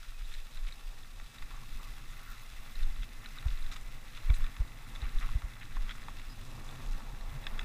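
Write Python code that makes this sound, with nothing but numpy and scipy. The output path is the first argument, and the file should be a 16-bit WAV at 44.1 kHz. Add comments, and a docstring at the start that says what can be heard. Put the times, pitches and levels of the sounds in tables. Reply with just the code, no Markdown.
"""A mountain bike coasts down a leafy dirt trail, heard from a cased camera worn by the rider.
From the start, tyres crunch over soil and dry leaves, and bike and mount clack and scuff on bumps.
After about 1.6 s the freewheel ticks in spurts. From 3.5 to 5.5 s, jolts thump the air in the case.
The rush of air grows as the bike gathers speed, and the two hardest clacks come just before the end.
The case rings at its own pitches, which colours most of these sounds."""
import sys
import numpy as np
from scipy import signal
from scipy.fft import rfft, irfft, next_fast_len
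from scipy.io import wavfile
from scipy.ndimage import uniform_filter1d

SR = 44100
rng = np.random.default_rng(int(sys.argv[2]) if len(sys.argv) > 2 else 0)


def log_audio(samples):
    """Write samples as a 16-bit WAV file to the path given in sys.argv[1]."""
    # one column per channel
    frames = np.atleast_2d(samples).T
    # limit to full scale, then quantise
    limited = np.clip(frames, -1, 1)
    pcm = np.round(limited * 32767).astype(np.int16)
    wavfile.write(sys.argv[1], SR, pcm)


N = 336924
TIME = np.arange(N) / SR

# air stream, growing with speed: t/s, drone level/dB, rush level/dB
AIR_STREAM = [(0, -69.5, -68), (1.6, -58, -65), (2.2, -60.5, -66), (3.2, -58, -63.5), (4.1, -59, -63.5),
              (4.95, -53.5, -61), (5.5, -55, -63), (6.35, -54, -63), (6.6, -51.5, -56.5),
              (6.92, -51, -56.5), (7.2, -55.5, -58.5), (7.64, -52.5, -55.5)]
# puffs of pressure on bumps: t/s, peak level/dB, quickness/Hz, direction (+1 into the case, -1 out)
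JOLTS = [(3.468, -20, 57, -1), (4.309, -13.5, 51.7, -1), (4.611, -19.5, 46.5, 1), (5.035, -25.5, 54.5, 1),
         (5.362, -20, 53, 1), (5.448, -28.5, 49, 1)]


def from_db(db):
    """Turn decibels into a number to multiply by."""
    return 10 ** (np.asarray(db) / 20)


def unit_power(x):
    """Scale a sound so that its average power is 1."""
    return x / np.sqrt(np.mean(x ** 2) + 1e-20)


def curves(rows):
    """Join timed points with straight lines, one curve for each column after the time."""
    times, *columns = np.transpose(rows)
    return [np.interp(TIME, times, column) for column in columns]


def add(out, s, sound):
    """Mix a short sound in at s seconds."""
    start = int(np.clip(s * SR, 0, N - 1))
    out[start:start + len(sound)] += sound[:N - start]


def drift(rate):
    """A smooth random wobble about 1 in size; a higher rate wobbles faster."""
    step, warm_up = 40, 2000
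    pole = np.exp(-2 * np.pi * step * rate / SR)
    noise = rng.standard_normal(N // step + warm_up + 2)
    slow = signal.lfilter([1], [1, -2 * pole, pole * pole], noise)[warm_up:]
    return np.interp(np.arange(N) / step, np.arange(len(slow)), unit_power(slow))


def swell(s, length):
    """A smooth rise to 1 and fall, centred on s seconds."""
    out = np.zeros(N)
    start, end = np.searchsorted(TIME, [s - length / 2, s + length / 2])
    out[start:end] = np.cos(np.pi * (TIME[start:end] - s) / length) ** 2
    return out


def swells_db(rows):
    """Add a table of swells into one curve in dB."""
    return sum(db * swell(s, length) for s, length, db in rows)


def ring(x, hz, width_hz):
    """Make a sound ring at one pitch; a narrower width rings longer."""
    b, a = signal.iirpeak(hz, hz / width_hz, fs=SR)
    return signal.lfilter(b, a, signal.lfilter(b, a, x + 1e-18))


def through_case(x, colour):
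    """Shape a sound by a colour (its level at each pitch) and the ringing case; the power comes out as 1."""
    # pitches the camera case boosts or weakens: f/Hz, width/Hz, gain/dB
    resonances = [(106, 56, 0.5), (227.4, 48, 7), (528, 16, 2.5), (678, 57, 4), (801, 19, 6.5),
                  (1130, 122, 7), (1342, 274, 9), (1830, 103, 5), (2027, 85, 6.5), (2080, 280, -0.5),
                  (2277, 104, 5.5), (2620, 44, -0.5), (2610, 230, 4.5), (3065, 280, -2), (3480, 156, 5),
                  (3900, 560, 5), (4400, 500, -3), (6650, 92, 1.5), (7870, 1340, 3)]
    size = 2 * next_fast_len(len(x) // 2 + 1)
    hz = np.maximum(np.arange(size // 2 + 1) * SR / size, 1)
    colour_hz, colour_db = np.transpose(colour)
    db = np.interp(np.log(hz), np.log(colour_hz), colour_db)
    db += sum(gain / (1 + (2 * (hz - centre) / width) ** 2) for centre, width, gain in resonances)
    # a minimum-phase filter: the case rings only after it is struck
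    cepstrum = irfft(db * np.log(10) / 20)[:size // 2]
    response = np.exp(rfft(2 * cepstrum, size) - cepstrum[0])
    return unit_power(irfft(rfft(x, size) * response)[:len(x)])


def hiss():
    """A faint, steady hiss behind everything."""
    # colour of the hiss: f/Hz, level/dB
    colour = [(200, 8.9), (2000, 0.87), (6000, 5.7), (10000, 0.79), (15000, 0.46)]
    return from_db(-64) * through_case(rng.standard_normal(N), colour)


def buffeting():
    """How hard the air shakes the case: gusts on top of a wavering calm."""
    # gusts, strongest in dips of the trail: middle t/s, length/s, level/dB
    gusts = [(0.303, 0.52, -40), (0.627, 0.21, -34), (0.883, 0.12, -40), (1.228, 0.12, -40.5),
             (1.436, 0.065, -36), (1.746, 0.12, -38), (1.92, 0.24, -45.5), (2.56, 0.19, -53),
             (2.85, 0.24, -25), (3.003, 0.099, -29.5), (3.515, 0.18, -29), (3.647, 0.17, -29.5),
             (3.87, 0.36, -45), (4.308, 0.16, -22.5), (4.428, 0.14, -24.5), (5.07, 0.054, -31),
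             (5.167, 0.075, -23.5), (5.248, 0.086, -29), (5.32, 0.07, -28.5), (5.805, 0.23, -29.5),
             (6.23, 0.13, -47), (6.915, 0.24, -32), (7.24, 0.5, -43), (7.54, 0.23, -34.5)]
    # lulls in the calm: middle t/s, length/s, gain/dB
    lulls = [(0.49, 0.1, -19), (1.3, 0.23, -15)]
    calm = from_db(-45 + 3 * drift(20) + swells_db(lulls))
    return calm + sum(from_db(db) * swell(s, length) for s, length, db in gusts)


def wind():
    """Swirls rock the air in the case; the stream drones and rushes past its edges, puffing at each jolt."""
    # colours of the deep swirls, the low drone and the higher rush: f/Hz, level/dB
    swirl_colour = [(8, -18.5), (16, 3), (24, 1), (34, -4.5), (50, -31.5), (80, -36.5), (150, -47),
                    (400, -66), (4000, -105)]
    drone_colour = [(40, -21.5), (80, 2.5), (130, 6), (180, -9), (280, -7.5), (400, -18), (900, -61)]
    rush_colour = [(150, -23.5), (330, -5.5), (480, 1), (680, -1.5), (880, 2), (1150, -5), (1500, -17),
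                   (3000, -40)]
    drone_db, rush_db = curves(AIR_STREAM)
    swirls = signal.hilbert(through_case(rng.standard_normal(N), swirl_colour))
    # even them out: the swirls of one gust are much alike in strength
    swirl_power = uniform_filter1d(np.abs(swirls) ** 2, size=2000)
    swirls = unit_power(swirls.real / np.sqrt(swirl_power + 0.018))
    drone = from_db(drone_db - 0.04 + 1.57 * drift(21)) * through_case(rng.standard_normal(N), drone_colour)
    puffs = sum(from_db(db - 41) * swell(s, length=0.054) for s, db, _, _ in JOLTS)
    rush_gain = from_db(rush_db - 0.97 + 1.55 * drift(12.5)) + puffs
    rush = rush_gain * through_case(rng.standard_normal(N), rush_colour)
    return buffeting() * swirls + drone + rush


def thumps():
    """Each jolt rocks the air in the case once: a quick lead-in, the main swing, a slower settling."""
    out = np.zeros(N)
    for s, db, hz, direction in JOLTS:
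        cycles = (TIME - s) * hz
        before_peak = cycles < 0
        spread = np.where(before_peak, 0.477, 0.77)
        turns = cycles * np.where(before_peak, 1.24, 0.575)
        out += direction * from_db(db) * np.cos(2 * np.pi * turns) * np.exp(-(cycles / spread) ** 2)
    return out


def freewheel():
    """Small catches (pawls) click and scrape over steel teeth in a thin sizzle; the hub whirrs along."""
    # spurts of ticking: start t/s, length/s, level/dB, pawl f/Hz, width/Hz (wider when they rattle)
    spurts = [(1.646, 0.33, -72.5, 14000, 750), (2.06, 0.2, -76, 14000, 900), (2.22, .06, -67, 13900, 1300),
              (2.28, 0.07, -64, 13850, 1700), (2.34, 0.13, -72, 13750, 1400),
              (2.553, 0.26, -71, 13950, 1100), (2.896, 2.03, -77, 13900, 700), (3.5, .24, -76, 13700, 1400),
              (4.27, .13, -71, 13900, 1100), (5.0, 0.6, -78, 14000, 900), (7.266, 0.45, -76.5, 14000, 800)]
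    ticks_per_s, scrape_share, fade_s = 78, 0.21, 0.036
    rate = ticks_per_s * np.exp(0.13 * drift(1.6)) * from_db(0.84 * drift(11))
    tooth = np.cumsum(rate) / SR % 1  # runs from 0 to 1 across each tooth
    clicks = unit_power((np.diff(tooth, prepend=0) < 0) * from_db(3.4 * drift(30)))
    scrape = unit_power(np.exp(-tooth / scrape_share) * rng.standard_normal(N))
    force = clicks + scrape
    sizzle, running = np.zeros(N), np.zeros(N)
    for s, length, db, hz, width_hz in spurts:
        spurt = np.clip(np.minimum(TIME - s, s + length - TIME) / fade_s + 0.5, 0, 1)
        sizzle += from_db(db) * spurt * unit_power(ring(force * rng.choice([-1, 1], N), hz, width_hz))
        running = np.maximum(running, spurt)
    lower_ring = from_db(-78) * unit_power(ring(force * from_db(2 * drift(40)), hz=10070, width_hz=920))
    whirr = from_db(-66) * unit_power(ring(scrape, hz=2040, width_hz=180))
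    return sizzle + running * (lower_ring + whirr)


def small_noises():
    """Short scuffs, squeaks, chain jingles and one low thud: bursts of rough noise that rise fast and fade."""
    # scuffs, squeaks, jingles and the thud: t/s, length/s, level/dB, centre f/Hz, width/octaves
    bursts = [(0.029, 0.042, -58, 2480, 1.5), (0.135, 0.054, -66.5, 2520, 0.023),
              (0.31, 0.064, -56, 2570, 1.2), (0.365, .045, -60, 2880, 0.91),
              (0.667, 0.032, -52.5, 2550, 1.1), (1.503, 0.15, -60.5, 950, 0.54),
              (1.759, 0.13, -60, 1050, 0.45), (2.201, 0.21, -62.5, 1470, 0.31),
              (3.013, 0.031, -58, 2630, 0.59), (3.242, 0.015, -53, 2300, 0.79),
              (3.366, 0.018, -53.5, 1630, 0.82), (3.715, 0.034, -50, 2730, 1.56),
              (3.712, 0.03, -70, 7450, 0.34), (3.759, 0.019, -50, 2530, 1.7),
              (4.147, 0.045, -53, 2250, 1.3), (4.294, 0.0089, -44, 2260, 0.12),
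              (4.34, 0.032, -58.5, 7700, 0.59), (4.439, 0.061, -55.5, 1500, 1.2),
              (5.023, 0.042, -54.5, 1780, 1.6), (5.21, 0.052, -48.5, 1240, 1.7),
              (5.611, 0.026, -51, 2260, 0.67), (5.897, 0.03, -48, 2280, 1.2), (6.29, 0.047, -62, 5030, 0.1),
              (7.311, 0.034, -43, 125, 0.28)]
    roughness_db, edge_step_db = 4.5, -11.5
    out, t = np.zeros(N), TIME[:8192]
    for s, length, db, hz, octaves in bursts:
        progress = np.minimum(t / length, 1)
        shape = np.sqrt(np.maximum(np.sin(np.pi * progress ** 0.55), 0))
        flicker = unit_power(uniform_filter1d(rng.standard_normal(len(t)), size=110))
        rough_noise = rng.standard_normal(len(t)) * from_db(roughness_db * flicker)
        # flat across the width, falling steadily on either side
        colour = [(hz * 2 ** (k * octaves / 2), edge_step_db * (abs(k) - 1)) for k in (-6, -1, 1, 6)]
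        add(out, s, from_db(db) * np.sqrt(length / t[-1]) * through_case(rough_noise * shape, colour))
    return out


def clacks():
    """A firm blow knocks the case and pings the struck part; a brief chatter gives the clack."""
    # hard contacts: t/s, level/dB, hardness (0 hollow knock, 0.5 clack, 1 ping), struck part f/Hz
    contacts = [(0.254, -57, 0.99, 3800), (0.325, -60, 0.93, 3600), (0.339, -51, 1, 3920),
                (0.572, -51, 0.84, 3870), (0.723, -49.5, 1, 4000), (1.032, -56.5, 0.97, 3670),
                (1.198, -52.5, 0.56, 3600), (1.383, -52.5, 0.83, 3660), (1.423, -48.5, 0.41, 3500),
                (1.511, -53, .25, 3500), (2.753, -52, 0.83, 4000), (2.83, -49, 0.87, 3900),
                (2.957, -55, 0.77, 3600), (3.022, -60, 0.81, 3520), (3.031, -51, 0.67, 3520),
                (3.259, -47, .74, 3850), (3.3845, -47.5, 0.89, 3720), (3.426, -53, 0.4, 3950),
                (3.482, -50, 0.69, 3680), (3.573, -52.5, 0.82, 3850), (3.624, -53, .95, 3850),
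                (3.663, -52, .7, 3770), (3.714, -51.5, 0.86, 3750), (3.76, -50, 0.4, 3730),
                (4.301, -46, 0.72, 3500), (4.34, -46, 0.86, 3880), (4.406, -52, 0.24, 3500),
                (4.442, -49.5, 1, 3670), (4.565, -51, 0.42, 3500), (4.951, -53, 1, 3640),
                (4.959, -48.5, 0.93, 3670), (5.017, -49, 0.88, 3760), (5.185, -49.5, 1, 3700),
                (5.289, -49, 0.15, 3500), (5.535, -56, 0.73, 3650), (5.609, -57, 0.5, 3500),
                (5.631, -56.5, .75, 3860), (5.768, -47, 0.11, 3500), (5.8922, -43.5, 0.68, 3380),
                (5.909, -46, 0.79, 3600), (6.083, -43.5, 0.14, 3500), (6.196, -51, 0.52, 3700),
                (6.689, -52, 0.87, 3590), (7.209, -55.5, 0.8, 4000), (7.439, -53, .95, 3650),
                (7.467, -37, 0.73, 3540), (7.592, -38.3, 0.68, 3560), (7.611, -49.5, 0.6, 3700)]
    # colours of the hollow knock, the clack and its bright snap: f/Hz, level/dB
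    knock_colour = [(300, -10), (600, -12), (820, 10), (1050, 14), (1350, 4), (2200, -12), (4000, -46)]
    clack_colour = [(700, -31), (1100, -20), (1400, -2), (1850, 4), (2400, -1.5), (2800, -1), (3150, -8),
                    (4300, -15), (6000, -42)]
    snap_colour = [(1500, -15), (3000, 7), (3700, 3), (4400, 2), (5200, 3), (5900, -16), (6500, 5),
                   (7200, -7), (8200, -7), (10000, -33), (15000, -47)]
    bite_s, contact_s, chatter_s = 0.0005, 0.0022, 0.007
    split = 0.045  # each part rings at two pitches, this share below and above its own
    out, t = np.zeros(N), TIME[:4096]
    # the parts take a moment to bite, then chatter as they settle
    settling = np.exp(-t / contact_s) + from_db(-22) * np.exp(-t / chatter_s)
    pressure = (1 - np.exp(-t / bite_s)) * settling
    impact = unit_power(signal.unit_impulse(len(t), int(bite_s * SR)))
    for s, db, hardness, ping_hz in contacts:
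        # the hardness picks the blend of the three sounds
        knock_db, clack_db, ping_db = -37 * (hardness - np.array([0, 0.5, 1])) ** 2
        chatter = rng.choice([-1, 1], len(t)) * pressure
        blow = impact + 0.9 * unit_power(chatter)
        knock = from_db(knock_db - 9.5) * through_case(blow, knock_colour)
        clack = from_db(clack_db - 10.5) * through_case(chatter, clack_colour)
        snap = from_db(clack_db - 20) * through_case(chatter, snap_colour)
        # smaller, higher parts ring longer, and more strongly an octave up
        lightness = (ping_hz / 4000) ** 4
        width_hz = 280 / lightness
        pair = ring(blow, ping_hz * (1 - split), width_hz) - ring(blow, ping_hz * (1 + split), width_hz)
        octave = from_db(-15) * lightness ** 2 * unit_power(ring(blow, 2 * ping_hz, 2 * width_hz))
        ping = from_db(ping_db - 11) * (unit_power(pair) + octave)
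        add(out, s, from_db(db) * (knock + clack + snap + ping))
    return out


def twig_snaps():
    """A twig or curled leaf breaks under a tyre: a first crack, then a dying run of more."""
    # snaps: t/s, fade time/s, level/dB, centre f/Hz
    snaps = [(0.324, 0.039, -68, 7600), (0.68, .012, -63, 7700), (2.107, 0.018, -65, 7000),
             (2.303, .01, -61, 5350), (3.476, 0.014, -59, 5300), (3.735, .012, -62, 6500),
             (3.81, .01, -63, 8050), (5.2, .015, -59, 5800), (5.956, .012, -61, 6000),
             (6.451, 0.045, -64.5, 6000), (6.642, .04, -63.5, 6500), (6.737, .01, -67, 5800),
             (6.854, .04, -64, 6200), (6.913, 0.013, -57, 5350)]
    cracks_per_s = 650
    out, t = np.zeros(N), TIME[:4096]
    for s, length, db, hz in snaps:
        breaks = rng.random(len(t)) < cracks_per_s / SR
        cracks = breaks * rng.standard_normal(len(t)) * np.exp(-t / length)
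        cracks[0] = 1
        add(out, s, from_db(db) * np.sqrt(length / t[-1]) * unit_power(ring(cracks, hz, width_hz=4500)))
    return out


def grains(per_s, spread_db):
    """Tiny cracks at random times, a few much bigger than the rest."""
    breaks = rng.random(N) < per_s / SR
    return breaks * from_db(spread_db * np.minimum(rng.exponential(1, N), 4))


def tyre_levels():
    """Levels in dB of roll, crunch and leaf crackle, set by speed, weight on the tyres and the ground."""
    # dips and turns that press the tyres down (negative: a crest): middle t/s, length/s, load/dB
    dips = [(0.686, 0.22, 0.5), (1.15, 0.73, -2.5), (1.695, 0.95, 1.3), (2.573, 0.9, 1.9), (2.958, 0.61, 2),
            (3.124, 0.18, -3.5), (3.565, 0.98, 3.5), (4.382, 0.86, 4.5), (4.723, 0.18, -1),
            (5.186, 0.95, 4.5), (5.58, .12, -1), (5.936, 0.84, 2.5), (7.58, 0.88, 3)]
    # bare, packed soil that changes the roll: middle t/s, length/s, gain/dB
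    bare_soil = [(1.6, 0.57, -16), (2.27, 0.81, 9), (5.22, 0.47, 4), (6.9, 0.62, 3), (7.5, 0.62, 2)]
    # patches of dry leaves: middle t/s, length/s, gain/dB
    leaf_patches = [(0.33, 0.23, 2), (2.15, 6.8, 2), (6.4, 0.92, 3.5), (6.85, 1, 3.5)]
    air_db, _ = curves(AIR_STREAM)
    speed_db = air_db - air_db.mean()
    # the tyres go light just after each dip
    rebound_db = 0.098 * sum(db * swell(s + 0.26, length=0.14) for s, _, db in dips)
    load_db = swells_db(dips) - rebound_db
    roll_db = -67 + 0.54 * speed_db + load_db + swells_db(bare_soil)
    crunch_db = -59.5 + 0.22 * speed_db + load_db
    leaf_db = -62.5 - 0.11 * speed_db + 0.83 * load_db + swells_db(leaf_patches)
    return roll_db, crunch_db, leaf_db


def tyres():
    """Tyre knobs break crumbs and leaves in clumps, and flick grit that rings briefly at its own pitch."""
    # colours of the roll on soil, the crunch of crumbs and the crackle of leaves: f/Hz, level/dB
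    roll_colour = [(400, -35), (750, -17), (1050, -6.5), (1400, -7), (1800, -4), (4000, -73)]
    crunch_colour = [(700, -23.5), (1300, -3), (1650, 6.5), (2600, 1), (3300, -10), (5000, -43),
                     (12000, -27)]
    leaf_colour = [(1200, -30.5), (2600, 5), (3400, 3.5), (5000, 2), (8000, -8), (10000, -5), (15000, -10)]
    roll_db, crunch_db, leaf_db = tyre_levels()
    clumps = from_db(2 * drift(30))

    def ground(colour, spread_db, wash):
        """Nearby cracks over a smooth wash of distant ones."""
        cracks = unit_power(grains(per_s=3500, spread_db=spread_db) * clumps * rng.standard_normal(N))
        return through_case(cracks + wash * rng.standard_normal(N), colour)

    roll = from_db(roll_db - 2.5) * ground(roll_colour, spread_db=2, wash=0.6)
    crunch = from_db(crunch_db - 3.5) * ground(crunch_colour, spread_db=1, wash=0.78)
    leaves = from_db(leaf_db + 1.46 * drift(69)) * ground(leaf_colour, spread_db=3, wash=1)
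    grit_hz, twig_hz = np.geomspace(1300, 4100, 12), np.geomspace(4800, 8300, 5)
    grit = sum(ring(grains(per_s=22, spread_db=5), hz, width_hz=1600) for hz in grit_hz)
    grit = from_db(crunch_db - 6.5) * through_case(grit * clumps, colour=[(1000, 9.5), (4100, 10)])
    twigs = sum(ring(grains(per_s=7.9, spread_db=1.5), hz, width_hz=500) for hz in twig_hz)
    return roll + crunch + leaves + grit + from_db(leaf_db - 16.5) * unit_power(twigs)


def scene():
    """Hiss, bike, ground and air, mixed into one channel."""
    mix = hiss() + freewheel() + clacks() + tyres() + twig_snaps() + small_noises() + wind() + thumps()
    return mix[None]


def record(dry):
    """Cut away the very highest treble steeply."""
    cutoff_hz = 15200
    return signal.sosfilt(signal.ellip(10, 0.1, 80, cutoff_hz, fs=SR, output="sos"), dry)


dry = scene()
out = record(dry)
log_audio(out)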